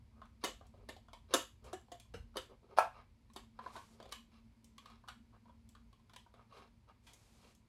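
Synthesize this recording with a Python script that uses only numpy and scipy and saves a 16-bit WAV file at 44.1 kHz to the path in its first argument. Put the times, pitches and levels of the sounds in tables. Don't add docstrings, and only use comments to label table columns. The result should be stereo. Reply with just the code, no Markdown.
import sys
import numpy as np
from scipy import signal
from scipy.fft import rfft, irfft, next_fast_len
from scipy.io import wavfile
from scipy.ndimage import map_coordinates

SR = 44100
rng = np.random.default_rng(int(sys.argv[2]) if len(sys.argv) > 2 else 0)


def bounce(signal):
    frames = np.transpose(np.atleast_2d(signal))
    limited = np.clip(frames, -1, 1)
    pcm = np.round(limited * 32767).astype(np.int16)
    wavfile.write(sys.argv[1], SR, pcm)


N = 338688
T_S = np.arange(SR // 3) / SR
F_HZ = np.fft.rfftfreq(len(T_S), 1 / SR)

# (time [s], knock [dB], thud, snap, tick [dB re knock], ring [Hz], ring gain [dB])
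CLACKS = [(0.438, -32, 0.5, -1, -8.5, 1160, 2), (0.443, -32.5, -2.5, -2, -1.5, 655, 2.1),
          (0.464, -52, 8, -11, -2, 1070, 2.2), (0.488, -54, -2, -7, -27, 510, 3),
          (0.888, -45, 2, 1, -5, 530, 1.9), (1.327, -46.5, -10, 2.5, -22.5, 1350, 6),
          (1.338, -24, 2.5, 1.5, 0, 1120, 3.4), (1.341, -27.5, 1, -9, -1, 320, 4.5),
          (1.358, -40.5, -3, -13, -5, 545, 2.8), (1.729, -43, 8.5, -3.5, -3.5, 326, 1.4),
          (1.917, -50, 4, 0.5, -1, 709, 5), (2.358, -40, 2.5, -12, -22, 1230, 6),
          (2.368, -37.5, 5, 3.5, -3.5, 510, 1.8), (2.379, -46, -5, -8, -24, 1250, 3.1),
          (3.361, -42, -2.5, -2, -7.5, 980, 3.5)]
# (time [s], knock [dB], thud, snap, tick [dB re knock], ring [Hz], ring gain [dB])
SKIDS = [(2.138, -51, 7.3, -1.3, -9.5, 462, 6.3)]
# (time [s], knock [dB], thud, snap, tick [dB re knock], ring [Hz], ring gain [dB])
SCRAPES = [(1.64, -63.5, 5, -4.5, -2, 557, 0.045), (6.566, -58, -3, -9.5, -26.5, 1120, -0.75),
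           (7.066, -64, -30.5, 4.5, -2, 785, -1.1)]
# (low edge [Hz], high edge [Hz])
BANDS_HZ = [(250, 550), (680, 1500), (2100, 4400), (5800, 13000)]
# (time [s], level [dB], tilt above 1 kHz [dB/octave])
CASE_BLOWS = [(2.7765, 2, 2), (2.786, 20.3, 0)]
# (time [s], knock [dB], hardness as snap [dB re knock], pitch [Hz])
TAPS = [(0.216, -45, -17.5, 1240), (0.61, -52.5, -17.5, 740), (0.739, -60.5, -16, 620),
        (0.964, -52.5, -7, 776), (1.083, -54.5, -11, 1300), (1.131, -47, -4, 940), (1.883, -60, -16, 800),
        (1.998, -69.5, 14.5, 880), (2.052, -69, -22, 1000), (2.341, -60, -12, 1290),
        (3.299, -61, -7.5, 1080), (3.589, -38.5, -20, 1050), (3.661, -36, -23, 1040),
        (3.754, -42, -18, 970), (3.762, -41.5, -8.5, 970), (4.0, -49.5, -8, 650), (4.026, -54.5, -2, 640),
        (4.055, -52, -8, 796), (4.09, -63.5, 1, 650), (4.113, -75, 11, 1100), (4.122, -42.5, 3, 1020),
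        (4.78, -51, 0, 1170), (4.857, -49, -6.5, 1190), (4.9, -54.5, -6.5, 1170), (5.037, -55, -21, 1128),
        (5.076, -51, -8, 1160), (5.084, -42, -3.5, 1432), (5.455, -57.5, -20, 1004),
        (5.493, -53.5, -18, 956), (5.75, -54.5, -7, 1186), (5.928, -60, -5, 1075), (6.095, -58, -5, 1146),
        (6.134, -56.5, -0.5, 1050), (6.161, -50.5, 1.5, 950), (6.262, -56.5, -30, 1000),
        (6.339, -57.5, -7, 664), (6.523, -52, -15.5, 1210)]
# (time [s], tick level [dB])
CATCHES = [(0.076, -89), (0.254, -75), (0.667, -68.5), (3.334, -63), (4.643, -60), (5.689, -61),
           (7.133, -55.5), (7.549, -65)]
# (thud, knock, snap [dB re tick])
CATCH_SHARES_DB = (-13, -17, -6)
# (time [s], level [dB], pitch [Hz], glide [Hz/s])
HOLLOWS = [(1.731, -42, 740, 313), (1.918, -44.5, 721, -700)]
# (mid time [s], length [s], level [dB], body, rasp [dB re level])
NOISE_SWELLS = [(0.185, 0.16, -69, -1, -28), (0.249, 0.067, -64.5, -20, -2), (0.426, 0.044, -85, -2, 27),
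                (0.655, 0.049, -75, 8, 6), (0.792, 0.16, -76, 16.5, 0), (1.315, 0.087, -64, 11.5, 8.5),
                (1.68, 0.14, -62.5, 10.5, 2), (2.518, 0.085, -65.5, 15, -4.5),
                (2.649, 0.096, -77.5, 20.5, 2), (2.723, 0.099, -63, 12, -4),
                (2.975, 0.17, -57, -10.5, -5.5), (3.68, 0.33, -63, -1.5, 1), (4.044, 0.37, -73, 12, 4),
                (4.119, 0.02, -72, -3.5, 26), (4.354, 0.13, -72.5, -2, 9), (4.89, 0.27, -65.5, -7, 2),
                (5.352, 0.075, -62, -5.5, -13.5), (5.487, 0.036, -67, 1, -7), (5.76, 0.027, -71.5, -4, -5),
                (6.396, 0.14, -64.5, -7, -8), (6.584, 0.25, -60, 1, 1), (6.897, 0.064, -59.5, -7.5, -6.5),
                (7.455, 0.2, -72.5, 7, 9.5)]
# (start [s], length [s], level [dB])
SWISHES = [(3.606, 0.34, -77), (3.716, 0.062, -70.5), (6.531, 0.05, -76), (7.025, 0.49, -77)]
# (mid time [s], length [s], level [dB])
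JOLTS = [(0.03, 0.11, -57.5), (1.69, 0.27, -57), (2.18, 0.21, -52)]

# (frequency [Hz], width [Hz], gain [dB])
DESK_MODES = [(266, 50, -0.5), (315, 54, 2), (377, 30, 10), (522, 61, 6.5), (682, 70, 5), (950, 38, 5.5),
              (1082.5, 55, 3.5), (1290, 60, 0.5), (1620, 110, -2), (1750, 61, -2.5), (2959, 100, 7.5),
              (3320, 67, 4), (3500, 99, 3), (3690, 42, 4.5), (4810, 65, -2), (6713, 1000, 5),
              (7500, 570, 6.5), (10900, 730, 4.5)]
# (frequency [Hz], width [Hz], gain [dB])
SHELL_MODES = [(540, 28, 2), (705, 110, 8), (965, 56, 2.5), (1047, 150, 8.5), (1500, 270, -4.5),
               (2185, 95, -4.5), (2390, 180, -2.5), (3040, 220, 2.5), (3335, 190, 5), (3790, 60, 4.5),
               (4306, 120, 0), (6786, 790, -6), (7580, 360, 2.5)]
# (frequency [Hz], width [Hz], gain [dB])
SKID_MODES = [(182, 40, 31.5), (489, 42, 11.5), (750, 50, 6), (1340, 110, 5), (2070, 90, 7), (2710, 220, 8)]
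# (frequency [Hz], width [Hz], gain [dB])
CASE_MODES = [(396, 25, 9), (497, 25, 5), (556, 28, 6), (680, 57, 8), (751, 26, 10.5), (866, 14, 4.5),
              (908, 18, 7), (1044, 32, 6.5), (1325, 34, 6), (1657, 77, 0.5), (2440, 250, 1)]

# (frequency [Hz], gain [dB])
CASE_COLOUR = [(120, -39.5), (230, -27.5), (400, -25), (620, -5.5), (950, -4), (1350, -6), (1650, -7.5),
               (2000, -20.5), (2500, -15), (3000, -22), (6200, -24.5), (12000, -28), (16000, -35.5)]
# (frequency [Hz], gain [dB])
SKIN_COLOUR = [(150, -13.5), (380, -0.5), (700, 0.5), (1000, 2), (1230, 3), (1500, -5), (2200, -4),
               (4000, -12), (7000, -24.5), (12500, -32.5), (14000, -45.5)]
# (frequency [Hz], gain [dB])
CLOTH_COLOUR = [(300, 1), (900, -2), (1700, -8), (3500, -7), (7000, -8.5), (12500, -16), (14000, -30.5)]
# (frequency [Hz], gain [dB])
RUMBLE_COLOUR = [(20, -46), (30, -23.5), (40, 0), (65, 1), (100, -5.5), (150, -18), (260, -37.5),
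                 (600, -72.5)]
# (frequency [Hz], gain [dB])
AIR_COLOUR = [(22, -30), (50, -12), (200, -10), (330, -17.5), (550, -24), (820, -26), (950, -21.5),
              (1150, -27.5), (1550, -32), (1900, -31), (2200, -27.5), (2700, -32), (3600, -34), (4700, -33),
              (5600, -38), (8000, -41), (12700, -44), (13800, -57)]
# (frequency [Hz], T60 [s])
ROOM_T60 = [(150, 0.17), (500, 0.19), (1400, 0.24), (3600, .28), (9000, .26), (15000, 0.31)]
# (frequency [Hz], width [Hz], level [dB])
HUM_LINES = [(58, 3.9, -82), (105, 8.9, -77.5), (114.5, 3.5, -76.5)]
# (time [s], level [dB])
DRONE_LEVEL = [(0, -68), (1.001, -71), (2.201, -73.5), (3, -73.5), (3.6, -69), (4.399, -67.5), (5.8, -67.5),
               (6, -69.5), (7.6, -77.5)]

REBOUND_SPAN_S, REBOUND_DB, REBOUND_FALL_DB_PER_S, REBOUND_SPREAD_DB = 0.09, -5, 230, 3
CLUMPS_PER_S, CLUMP_DB = 400, 5
GRIP_Q, GRIP_DB = 4.2, 5

CASE_RATTLE_DB, CASE_RATTLE_T60_S, CASE_RATTLE_HZ, CASE_REBOUND_DB = -5.5, 0.063, 2200, -9
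CASE_WET_DB, CASE_EARLY_DB, CASE_EARLY_T60_S = -6, -5, 0.16

THUD_HZ, THUD_DB_PER_OCTAVE = 624.4, 20.5
TICK_DB, TICK_PER_SNAP = -7, 1.4
CATCH_HZ = 910
FIDGETS_PER_S, FIDGET_DB, FIDGET_SPREAD_DB, FIDGET_HARD_DB, FIDGET_HZ = 1.2, -70, 2, -8, 1050

HOLLOW_RISE_S, HOLLOW_T60_S = 0.001, 0.16
HOLLOW_WAVER_PER_S, HOLLOW_WAVER_DB, HOLLOW_WAVER_RAD = 130, 2, 0.5

BODY_HZ, RASP_HZ = 597, 1900
SLIPS_PER_S, SLIP_DB, PRESSURE_PER_S, PRESSURE_DB = 1100, 5, 70, 1.6
LEAD_IN_RISE_S, LEAD_IN_DB = 0.0046, -17.5
LANDING_S, LANDING_DB = 0.025, -36
RUB_ECHO_DB, RUB_SCATTER_DB = -3, -3
SWISH_RISE_S, SWISH_FALL_S = 0.023, 0.04

AIR_DB, AIR_DRIFT_DB = -72, 1
RUMBLE_DB, RUMBLE_SAG_DB_PER_S = -60, 1
DRONE_HZ, DRONE_WIDTH_HZ, DRONE_WAVER_DB = 227.6, 20, 2

LEFT_LAG_S = 0.000198
ECHO_TOP_HZ, TOP_HZ = 13500, 16200


def desk_clacks():
    return strike(CLACKS, DESK_MODES, gain_db=15.5, chatter_db=7.5, chatter_t60_s=0.025, hard_hz=6807,
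                  wet_db=-2.5, early_db=-2.0, early_t60_s=0.074, loose=True)


def case_knock():
    out = np.zeros((2, N))
    blunt = 1 / (1 + 1j * F_HZ / CASE_RATTLE_HZ)
    for time_s, level_db, tilt_db in CASE_BLOWS:
        colour_db = along(CASE_COLOUR, F_HZ) + tilt_db * np.log2(np.maximum(F_HZ / 1000, 1))
        blow = blunt * (1 + amp(CASE_REBOUND_DB) * rebounds())
        rattle = amp(CASE_RATTLE_DB) * (1 - blunt) ** 2 * chatter(CASE_RATTLE_T60_S)
        heard = paths(CASE_WET_DB, CASE_EARLY_DB, CASE_EARLY_T60_S)
        hit = (blow + rattle) * causal(colour_db) * ringing(CASE_MODES) * heard
        add(out, time_s, amp(level_db) * hit)
    return out * amp([[-0.6], [0.6]])


def shell_clicks():
    thud_db, knock_db, snap_db = CATCH_SHARES_DB
    catches = [(time_s, tick_db + knock_db, thud_db - knock_db, snap_db - knock_db, -knock_db,
                CATCH_HZ, GRIP_DB) for time_s, tick_db in CATCHES]
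    taps = [tap(*row) for row in list(TAPS) + fidgets()]
    return strike(catches + taps, SHELL_MODES, gain_db=17.0, chatter_db=-1.5, chatter_t60_s=0.026,
                  hard_hz=4836, wet_db=1.5, early_db=0.5, early_t60_s=0.02)


def tap(time_s, knock_db, hard_db, pitch_hz):
    thud_db = -THUD_DB_PER_OCTAVE * np.log2(pitch_hz / THUD_HZ)
    tick_db = TICK_DB + TICK_PER_SNAP * hard_db
    return time_s, knock_db, thud_db, hard_db, tick_db, pitch_hz, GRIP_DB


def fidgets():
    chance = rng.random((int(FIDGETS_PER_S * N / SR), 2))
    return [(when * N / SR, FIDGET_DB + FIDGET_SPREAD_DB * (2 * force - 1), FIDGET_HARD_DB, FIDGET_HZ)
            for when, force in chance]


def skid():
    return strike(SKIDS, SKID_MODES, gain_db=21.0, chatter_db=5.5, chatter_t60_s=0.025, hard_hz=2500,
                  wet_db=12.0, early_db=8.0, early_t60_s=0.022)


def scrapes():
    return strike(SCRAPES, SHELL_MODES, gain_db=23.5, chatter_db=2.0, chatter_t60_s=0.19, hard_hz=3870,
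                  wet_db=11.5, early_db=12, early_t60_s=0.053)


def hollows():
    out = np.zeros((2, N))
    for time_s, level_db, pitch_hz, glide_hz_per_s in HOLLOWS:
        swell, drift = [wobble(HOLLOW_WAVER_PER_S, size=len(T_S)) for _ in range(2)]
        decay_db = level_db - 60 * T_S / HOLLOW_T60_S + HOLLOW_WAVER_DB * swell
        envelope = (1 - np.exp(-T_S / HOLLOW_RISE_S)) * amp(decay_db)
        phase = 2 * np.pi * (pitch_hz + glide_hz_per_s * T_S / 2) * T_S + HOLLOW_WAVER_RAD * drift
        note = envelope * np.sin(phase)
        add(out, time_s, rfft(note) * paths(wet_db=-10, early_db=-14, early_t60_s=0.02))
    return out


def handling():
    now_s = np.arange(N) / SR
    lead_ins = sum(amp(db + LEAD_IN_DB) * np.exp(-abs(now_s - time_s) / LEAD_IN_RISE_S) * (now_s < time_s)
                   for time_s, db, *_ in CLACKS)
    landing = strokes([(CASE_BLOWS[0][0], LANDING_S, LANDING_DB)])

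    slip_db = SLIP_DB * wobble(SLIPS_PER_S) + PRESSURE_DB * wobble(PRESSURE_PER_S)
    slips = rng.standard_normal(N) * amp(slip_db)
    grain = unit(filtered(slips, lambda hz: amp(along(SKIN_COLOUR, hz))))
    body = filtered(grain, lambda hz: 1 / (1 + (hz / BODY_HZ) ** 4))
    rasp = filtered(grain, lambda hz: 1 - 1 / (1 + (hz / RASP_HZ) ** 4))
    middle = grain - body - rasp

    mid_s, length_s, level_db, body_db, rasp_db = np.transpose(NOISE_SWELLS)
    bands = [(body, level_db + body_db), (middle, level_db), (rasp, level_db + rasp_db)]
    noise = sum(band * strokes(zip(mid_s, length_s, band_db)) for band, band_db in bands)
    noise = noise + grain * (lead_ins + landing)
    room = irfft(paths(RUB_ECHO_DB, RUB_SCATTER_DB, early_t60_s=0.02))
    room = room / np.linalg.norm(room[0])
    return amp(0.5) * signal.fftconvolve(noise[None], room, axes=1)[:, :N]


def sleeves():
    now_s = np.arange(N) / SR
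    motion = np.zeros(N)
    for start_s, length_s, level_db in SWISHES:
        rise = 1 - np.exp(-np.maximum(now_s - start_s, 0) / SWISH_RISE_S)
        fall = np.exp(-np.maximum(now_s - start_s - length_s, 0) / SWISH_FALL_S)
        motion += amp(level_db) * rise * fall
    return amp(7.5) * motion * unit(rush(CLOTH_COLOUR) * amp(0.43 * wobble(45)))


def background():
    now_s = np.arange(N) / SR
    air = amp(AIR_DB + AIR_DRIFT_DB * wobble(0.72)) * rush(AIR_COLOUR)
    shaking = amp(RUMBLE_DB - RUMBLE_SAG_DB_PER_S * now_s) + strokes(JOLTS)
    rumble = amp(-3.5) * shaking * amp(1.5 * wobble(7)) * rush(RUMBLE_COLOUR)
    hum = sum(amp(level_db) * line(hz, width_hz) for hz, width_hz, level_db in HUM_LINES)
    drone_db = np.interp(now_s, *np.transpose(DRONE_LEVEL)) + DRONE_WAVER_DB * wobble(15)
    drone = amp(drone_db) * line(DRONE_HZ, DRONE_WIDTH_HZ)
    return air + rumble + hum + drone


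def strike(rows, modes, gain_db, chatter_db, chatter_t60_s, hard_hz, wet_db, early_db, early_t60_s,
           loose=False):
    out = np.zeros((2, N + len(T_S)))
    radiation = (1j * F_HZ / (190 + 1j * F_HZ)) ** 3 / (1 + 1j * F_HZ / hard_hz)
    for time_s, knock_db, thud_db, snap_db, tick_db, ring_hz, ring_db in rows:
        main_blow = np.exp(-2j * np.pi * F_HZ * 0.0015)
        force = main_blow + amp(chatter_db) * chatter(chatter_t60_s)
        if loose:
            force = force + rebounds()
        ring_width_hz = ring_hz / (GRIP_Q * amp(ring_db))
        grip = 0.5 + resonance(ring_hz, ring_width_hz, ring_db)
        hit = force * radiation * ringing(modes) * grip * paths(wet_db, early_db, early_t60_s)
        power = abs(hit.mean(axis=0)) ** 2 / len(T_S)
        colour = []
        for (low_hz, high_hz), share_db in zip(BANDS_HZ, [thud_db, 0, snap_db, tick_db]):
            band_power = power[(F_HZ > low_hz) & (F_HZ < high_hz)].sum()
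            lift_db = share_db - 10 * np.log10(band_power)
            colour += [(low_hz, lift_db), (high_hz, lift_db)]
        add(out, time_s, amp(knock_db + gain_db) * hit * causal(along(colour, F_HZ)))
    return out[:, :N]


def chatter(t60_s):
    clumps = amp(CLUMP_DB * wobble(CLUMPS_PER_S, size=len(T_S)))
    envelope = amp(-60 * T_S / t60_s) * (1 - np.exp(-T_S / 0.0018))
    force = rng.standard_normal(len(T_S)) * clumps * envelope
    return rfft(force / np.linalg.norm(force))


def rebounds(count=8):
    when_s = REBOUND_SPAN_S * (np.arange(count) + rng.uniform(0.5, 1.5, count)) / count
    spread_db = REBOUND_SPREAD_DB * rng.standard_normal(count)
    size = amp(REBOUND_DB - REBOUND_FALL_DB_PER_S * when_s + spread_db)
    return size @ np.exp(-2j * np.pi * when_s[:, None] * F_HZ)


def resonance(hz, width_hz, gain_db):
    damping = 1j * F_HZ * width_hz
    return amp(gain_db) * damping / (hz * hz - F_HZ * F_HZ + damping)


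def ringing(modes):
    return 1.0 + sum(resonance(hz, width_hz, gain_db + 2 * rng.standard_normal())
                     for hz, width_hz, gain_db in modes)


def paths(wet_db, early_db, early_t60_s, dull_hz=9000):
    hz, frame_s, bins = signal.stft(diffuse(len(T_S)), SR, nperseg=256)
    bins = bins * amp(-60 * frame_s / along(ROOM_T60, hz)[:, None])
    tail = signal.istft(bins, SR, nperseg=256)[1][:, :len(T_S)]
    tail = tail * (1 - np.exp(-T_S / 0.0017))
    early = diffuse(len(T_S)) * amp(-60 * T_S / early_t60_s) * (1 - np.exp(-T_S / 0.0014))
    echoes = amp(wet_db) * tail / np.linalg.norm(tail[0])
    echoes = echoes + amp(early_db) * early / np.linalg.norm(early[0])
    low_pass = causal(-10 * np.log10(1 + (F_HZ / ECHO_TOP_HZ) ** 40)) / (1 + 1j * F_HZ / dull_hz)
    direct = np.exp(-2j * np.pi * F_HZ * np.array([[LEFT_LAG_S], [0]]))
    return direct + rfft(echoes) * low_pass


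def causal(gain_db):
    cepstrum = irfft(np.log(amp(gain_db)))
    fold = np.zeros(len(T_S))
    fold[0], fold[1:len(T_S) // 2] = 1, 2
    return np.exp(rfft(cepstrum * fold))


def add(out, time_s, response):
    fade = np.clip(6 - 20 * T_S, 0, 1)
    out[:, round(time_s * SR):][:, :len(T_S)] += irfft(response) * fade


def strokes(rows):
    now_s, gain = np.arange(N) / SR, np.zeros(N)
    for mid_s, length_s, level_db in rows:
        span = slice(*np.searchsorted(now_s, [mid_s - length_s / 2, mid_s + length_s / 2]))
        gain[span] += amp(level_db) * np.cos(np.pi * (now_s[span] - mid_s) / length_s) ** 2
    return gain


def rush(colour):
    return unit(filtered(diffuse(N), lambda hz: amp(along(colour, hz))))


def line(centre_hz, width_hz):
    return unit(filtered(diffuse(N), lambda hz: 1 / (1 + (2 * (hz - centre_hz) / width_hz) ** 2)))


def diffuse(size, apart_hz=600):
    mid, side = rng.standard_normal((2, size))
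    side = filtered(side, lambda hz: np.hypot(hz, apart_hz * 0.33) / np.hypot(hz, apart_hz))
    return np.array([mid + side, mid - side])


def wobble(knots_per_s, size=N):
    knots = rng.standard_normal(int(size * knots_per_s / SR) + 4)
    return map_coordinates(knots, [np.arange(size) * knots_per_s / SR])


def filtered(x, response):
    size = x.shape[-1]
    padded = next_fast_len(size + SR // 5)
    return irfft(rfft(x, padded) * response(np.fft.rfftfreq(padded, 1 / SR)), padded)[..., :size]


def along(points, hz):
    point_hz, value = np.transpose(points)
    return np.interp(np.log(hz + 1), np.log(point_hz + 1), value)


def amp(db):
    return 10 ** (np.asarray(db) / 20)


def unit(x):
    return x / np.sqrt(np.mean(x ** 2) + 1e-20)


def scene():
    contacts = desk_clacks() + case_knock() + shell_clicks() + skid() + scrapes()
    hands = contacts + hollows() + handling() + sleeves()
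    return hands * amp([[-0.3], [0.3]]) + background() * amp([[0.6], [-0.6]])


def record(dry):
    return filtered(dry, lambda hz: (hz < TOP_HZ) / np.hypot(1, (hz / 14500) ** 8))


dry = scene()
out = record(dry)
bounce(out)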